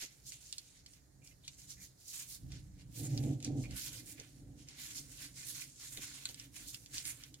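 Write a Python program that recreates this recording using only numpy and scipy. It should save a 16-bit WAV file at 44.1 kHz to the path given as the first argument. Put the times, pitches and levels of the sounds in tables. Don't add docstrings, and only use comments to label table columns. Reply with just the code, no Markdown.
import sys
import numpy as np
from scipy import signal
from scipy.fft import rfft, irfft, next_fast_len
from scipy.io import wavfile
from scipy.ndimage import map_coordinates

SR = 44100
rng = np.random.default_rng(int(sys.argv[2]) if len(sys.argv) > 2 else 0)


def to_wav(sig):
    pcm = np.clip(np.atleast_2d(sig), -1, 1) * 32767
    pcm = np.round(pcm).astype(np.int16)
    wavfile.write(sys.argv[1], SR, pcm.T)


N = 326340


def amp(db):
    return 10 ** (np.asarray(db) / 20)


def unit(x):
    return x / np.sqrt(np.mean(x ** 2) + 1e-20)


def along(points, hz):
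    f, value = np.transpose(points)
    return np.interp(np.log(hz + 1), np.log(f + 1), value)


def wobble(rate, t):
    return map_coordinates(rng.standard_normal(2000), [t * rate])


def patches(rate, s, octave):
    return map_coordinates(rng.standard_normal((400, 16)), [s * rate, octave])


def filtered(x, response):
    size = next_fast_len(N + SR // 2)
    hz = np.fft.rfftfreq(size, 1 / SR)
    return irfft(rfft(x, size) * response(hz), size)[..., :N]


def grains(s, hz, gain, cycles, lag_s, size):
    k = np.arange(size)
    sides = []
    for delay in (lag_s, 0 * lag_s):
        start = (s + delay) * SR
        first = np.clip(np.ceil(start).astype(int), 0, N)
        turns = (k + (first - start)[:, None]) * (hz / SR)[:, None]
        fade = np.exp(-turns / cycles[:, None])
        wave = gain[:, None] * np.sin(2 * np.pi * turns) * fade
        places = (first[:, None] + k).ravel()
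        sides.append(np.bincount(places, wave.ravel(), N + size + 1)[:N])
    return np.array(sides)


def gestures(rows, t, rise, fall):
    start, length, db, first_db, second_db = np.transpose(rows)
    before = rise * (start[:, None] - t)
    after = fall * (t - (start + length)[:, None])
    drop_db = np.maximum(0, np.maximum(before, after))
    return amp(2 * np.array([db, db + first_db, db + second_db])) @ amp(-2 * drop_db)


def parts(power):
    db = 10 * np.log10(power)
    return db[0], db[1] - db[0], db[2] - db[0]


# frequency in Hz, relative level in dB per Hz.
HISS_COLOUR = [(180, -6), (300, 1), (1150, -12.5), (1920, -9), (3260, -30), (4180, -16), (6540, -11),
               (9420, -12.5), (15800, -23.5)]


def hiss():
    noise = rng.standard_normal((2, N))
    coloured = filtered(noise, lambda f: amp(along(HISS_COLOUR, f)))
    return amp(-71.5) * unit(coloured)


# frequency in Hz, time to fall by 60 dB in seconds.
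ROOM_DECAY = [(200, 0.07), (2000, 0.11), (10000, 0.016)]


def kitchen(x):
    hz, t, z = signal.stft(rng.standard_normal((2, SR // 2)), SR, nperseg=256)
    fade = amp(-60 * t / along(ROOM_DECAY, hz)[:, None])
    tail = signal.istft(z * fade, SR, nperseg=256)[1]
    tail = tail / np.linalg.norm(tail[0])
    late = np.pad(x, ((0, 0), (130, 0)))
    return signal.fftconvolve(late, tail, axes=1)[:, :N]


# time in seconds, level in dB before a random wobble,
# deep part in dB relative to that level, upper resonances in dB relative to that level.
STEADY_RUMBLE = [(0, -72, 1, -0.5), (2.3, -69, 3.5, 0), (4.2, -59.5, -6.5, 2.5), (5.3, -61, -2.5, 2),
                 (7.4, -65, -4, 1)]


def rumble(t):
    s, *columns = np.transpose(STEADY_RUMBLE)
    db, deep_db, upper_db = [np.interp(t, s, column) for column in columns]
    db = db + 2.4 * wobble(6, t)
    return amp(2 * np.array([db, db + deep_db, db + upper_db]))


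# start in seconds, length in seconds, level in dB,
# deep part in dB relative to that level, upper resonances in dB relative to that level.
PRESSES = [(2.45, 0.087, -46.5, -2.5, -5.5), (2.62, 0.28, -56.5, 1, -7), (3.0, 0.2, -39.5, -19, -1.5),
           (3.13, 0.19, -35, -16, 0.5), (3.47, 0.1, -37.5, -13, 3.5), (3.64, 0.085, -52.5, 6, 7),
           (4.37, 0.14, -52.5, -7.5, -1.5)]


def surges(t):
    return gestures(PRESSES, t, rise=270, fall=125)


# frequency in Hz, width in Hz, relative level in dB.
RESONANCES = [(116.2, 17.5, -0.5), (138.3, 10.87, 3), (152.6, 15.5, -8.5), (262, 35.7, -7.5),
              (300.8, 31.4, -7), (511, 52, -26.5), (587, 14.5, -26.5), (758, 120, -35)]


def resonances(f):
    total = 0
    for k, (centre, width, db) in enumerate(RESONANCES):
        shape = 1j * f * width / (centre * centre - f * f + 1j * f * width)
        total = total + (-1) ** k * amp(db) * shape
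    return total


# frequency in Hz, relative level in dB per Hz.
DEEP_COLOUR = [(22, -37), (45, -8.5), (130, -17.5)]


def deep_rumble():
    noise = rng.standard_normal((1, N)) + 0.51 * rng.standard_normal((2, N))
    return unit(filtered(noise, lambda f: amp(along(DEEP_COLOUR, f)) * (f < 200)))


def counter():
    t = np.arange(N) / SR
    level_db, deep_db, upper_db = parts(surges(t) + rumble(t))
    lumps = amp(1.92 * wobble(22, t))
    shared_force = lumps * rng.standard_normal((1, N))
    own_force = lumps * rng.standard_normal((2, N))

    def shared_response(f):
        lag_s = np.array([[.0002], [0]])
        return resonances(f) * np.exp(-2j * np.pi * f * lag_s)

    def own_response(f):
        return resonances(f) * np.clip(f / 1000, 0, 1)

    body = unit(filtered(shared_force, shared_response) + filtered(own_force, own_response))
    upper = filtered(body, lambda f: f > 200)
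    balanced = body + (amp(upper_db) - 1) * upper
    return amp(level_db) * (balanced + amp(deep_db) * deep_rumble())


# start in seconds, level of one pulse in dB.
PALM_PATS = [(0.021, -54.5), (4.191, -53.5), (5.972, -55), (6.284, -58)]


def pats(count=14):
    s, db = np.repeat(np.transpose(PALM_PATS), count, axis=1)
    draw = rng.random((len(s), 2))
    start = s + .024 * draw[:, 0]
    hz = 260 * 3.5 ** (draw[:, 1] ** 2)
    return grains(start, hz, amp(db), 1.1 + 0 * s, .0002 + 0 * s, size=600)


# start in seconds, length in seconds,
# central pitch in Hz, central level of one slip in dB.
WET_SLIPS = [(1.217, 0.11, 2450, -67), (1.436, 0.033, 3700, -62.5), (1.767, 0.084, 2110, -64.5),
             (3.033, .04, 7160, -44), (3.637, 0.028, 2380, -55.5), (6.941, 0.037, 6700, -52)]


def squelch(count=40):
    s, length, hz, db = np.repeat(np.transpose(WET_SLIPS), count, axis=1)
    draw, chance = rng.random(len(s)), rng.standard_normal((len(s), 2))
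    pitch = hz * np.exp(.08 * chance[:, 0])
    gain = amp(db + 1.75 * chance[:, 1])
    return grains(s + length * draw, pitch, gain, 9.2 + 0 * s, .00008 + 0 * s, size=900)


# start in seconds, level in dB before the film colours it,
# central pitch of the shower in Hz.
LOUD_SNAPS = [(0.321, -43, 5490), (0.527, -39.5, 4440), (0.5822, -37.5, 6400), (0.862, -45.5, 6600),
              (0.9353, -55, 6200), (1.2743, -54, 5370), (1.4791, -41.5, 6100), (1.482, -43.5, 6100),
              (2.5197, -46, 3100), (2.945, -66, 9500), (3.177, -41, 7490), (3.238, -49, 4400),
              (3.4034, -49.5, 2470), (3.4273, -42.5, 4530), (3.4469, -34.5, 4800), (3.71, -46, 4940),
              (4.1994, -43.5, 2280), (4.6865, -45, 6910), (5.9738, -37, 2210), (6.2553, -31, 1670),
              (6.2896, -42.5, 5070), (6.3445, -44, 2840), (6.3984, -42.5, 2160), (6.7451, -35.5, 6500),
              (6.8608, -47.5, 7100), (6.9817, -36, 6630), (7.0536, -38.5, 7000), (7.237, -43.5, 2500),
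              (7.3422, -47.5, 8500)]


def snaps(count=30):
    s, db, hz = np.repeat(np.transpose(LOUD_SNAPS), count, axis=1)
    draw, chance = rng.random((len(s), 2)), rng.standard_normal((len(s), 2))
    late = .006 * draw[:, 0] ** 2.2
    centre_hz = np.where(late < .001, 4800, hz)
    pitch = np.clip(centre_hz * np.exp(.42 * chance[:, 0]), 1200, 12000)
    gain = amp(db - 60 * late / .016 + chance[:, 1])
    return grains(s + late, pitch, gain, 1.4 + 2 * draw[:, 1], .00008 + 0 * s, size=200)


# start in seconds, length in seconds, level in dB,
# large folds in dB relative to that level, fine crinkle in dB relative to that level.
GLOVE_STROKES = [(.016, 0.017, -45, 8.5, 0), (.275, 0.019, -46.5, -32, -2.5), (.33, 0.011, -52.5, 6, 0),
                 (.42, 0.18, -60.5, 3.5, 4), (.6, 0.2, -65, 5.5, -4.5), (.88, 0.097, -64, 6, -2),
                 (1.25, 0.055, -62.5, -10, 4.5), (1.45, 0.097, -61.5, 5, -1.5), (1.59, 0.053, -60, 6.5, 4),
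                 (1.7, 0.023, -52.5, 2, 2), (1.82, 0.032, -56.5, 1, 5), (2.0, .08, -61.5, 0, 2),
                 (2.09, 0.024, -51.5, -6, 5), (2.14, 0.088, -50, 8.5, 7.5), (2.296, 0.053, -53, 0, 8.5),
                 (2.52, 0.047, -56.5, 10.5, -15), (2.8, 0.019, -63, 11, -26), (2.955, 0.11, -53.5, 8.5, 11),
                 (3.1, .23, -60, 10, 1), (3.452, 0.01, -53.5, 11, -8), (3.58, 0.068, -56.5, -1, -3),
                 (3.715, 0.018, -59.5, 18, -2), (3.77, .11, -45.5, 8, 4), (3.93, 0.066, -52, 12, 11),
                 (4.07, 0.064, -56, 7.5, 10.5), (4.19, 0.051, -64.5, 23, 6), (4.29, 0.11, -68, -22, -4),
                 (4.59, 0.044, -63, 7.5, -3), (4.685, 0.07, -59, 13, -5), (4.79, 0.13, -51.5, 13, 7.5),
                 (4.96, 0.025, -48, 7, 4.5), (5.1, 0.094, -57, 7, 4.5), (5.22, 0.025, -48.5, 13, 4),
                 (5.37, 0.081, -50.5, 7, 0), (5.47, 0.043, -49.5, 5.5, 7.5), (5.555, 0.069, -45, 5.5, 2.5),
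                 (5.81, 0.073, -50, 7.5, 0.5), (5.93, 0.058, -56.5, 14.5, 13), (6.02, 0.031, -47.5, 9.5, 6),
                 (6.08, 0.23, -54, 13.5, 3), (6.38, 0.075, -58, 11, 4.5), (6.56, 0.08, -56.5, 13, 9.5),
                 (6.68, 0.025, -47, -28, 0), (6.742, 0.0062, -54.5, 10, 6), (6.95, 0.049, -44, 9, 2.5),
                 (7.065, 0.034, -48.5, 13.5, 12), (7.2, 0.059, -71.5, 25.5, -17)]


def handling(s):
    t = np.arange(0, N / SR + .002, .002)
    rise, fall, settle_fall = 484, 420, 52
    strokes = gestures(GLOVE_STROKES, t, rise, fall)
    settling = amp(2 * -13.5) * gestures(GLOVE_STROKES, t, rise, settle_fall)
    idle = amp(2 * -78)
    return [np.interp(s, t, part) for part in parts(strokes + settling + idle)]


def rustle(count=70000):
    draw, chance = rng.random((count, 3)), rng.standard_normal((count, 2))
    s = draw[:, 0] * N / SR
    hz = 1000 + 14800 * draw[:, 1] ** 1.3
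    work_db, fold_db, fine_db = handling(s)
    low = np.clip(np.log2(4200 / hz), 0, 1)
    high = np.clip(np.log2(hz / 6500) * 0.87, 0, 1)
    db = work_db + low * fold_db + high * fine_db
    db = db + 2.72 * patches(12, s, 2.37 * np.log2(hz / 900))
    db = db + 1.1 * wobble(35, s) + .7 * wobble(150, s)
    db = db - 1.2 * (1 - high) * np.log(1 - draw[:, 2])
    cycles = 2.9 * np.exp(.4 * chance[:, 0])
    lag_s = .00008 + .0001 * chance[:, 1]
    gain = amp(db) * np.sqrt(hz / 5000 / cycles)
    return grains(s, hz, gain, cycles, lag_s, size=56)


# frequency in Hz, gain in dB.
FILM_COLOUR = [(500, -23.5), (1200, -19.5), (2200, -6), (3500, -1), (5000, 5.5), (6300, 7), (10000, 5.5),
               (13000, -0.5), (16000, -6)]


def film(creases):
    return filtered(creases, lambda f: amp(along(FILM_COLOUR, f)))


def scene():
    gloves = film(rustle() + snaps()) + squelch() + pats()
    room = amp(-8) * kitchen(gloves)
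    return gloves + room + counter() + hiss()


# frequency in Hz, gain in dB.
LEFT_COLOUR = [(130, -1.8), (300, -2.8), (600, -.5), (1500, -6), (2500, -5), (4100, 1), (5000, -6),
               (6300, -2.5), (7100, 2.5), (8300, -10.5), (9800, -15.5), (11000, -14), (14000, -2.5)]


def record(dry):
    def ports(f):
        left = amp(along(LEFT_COLOUR, f))
        return np.array([left, np.ones_like(f)]) * (f < 15850)

    return filtered(dry, ports)


dry = scene()
out = record(dry)
to_wav(out)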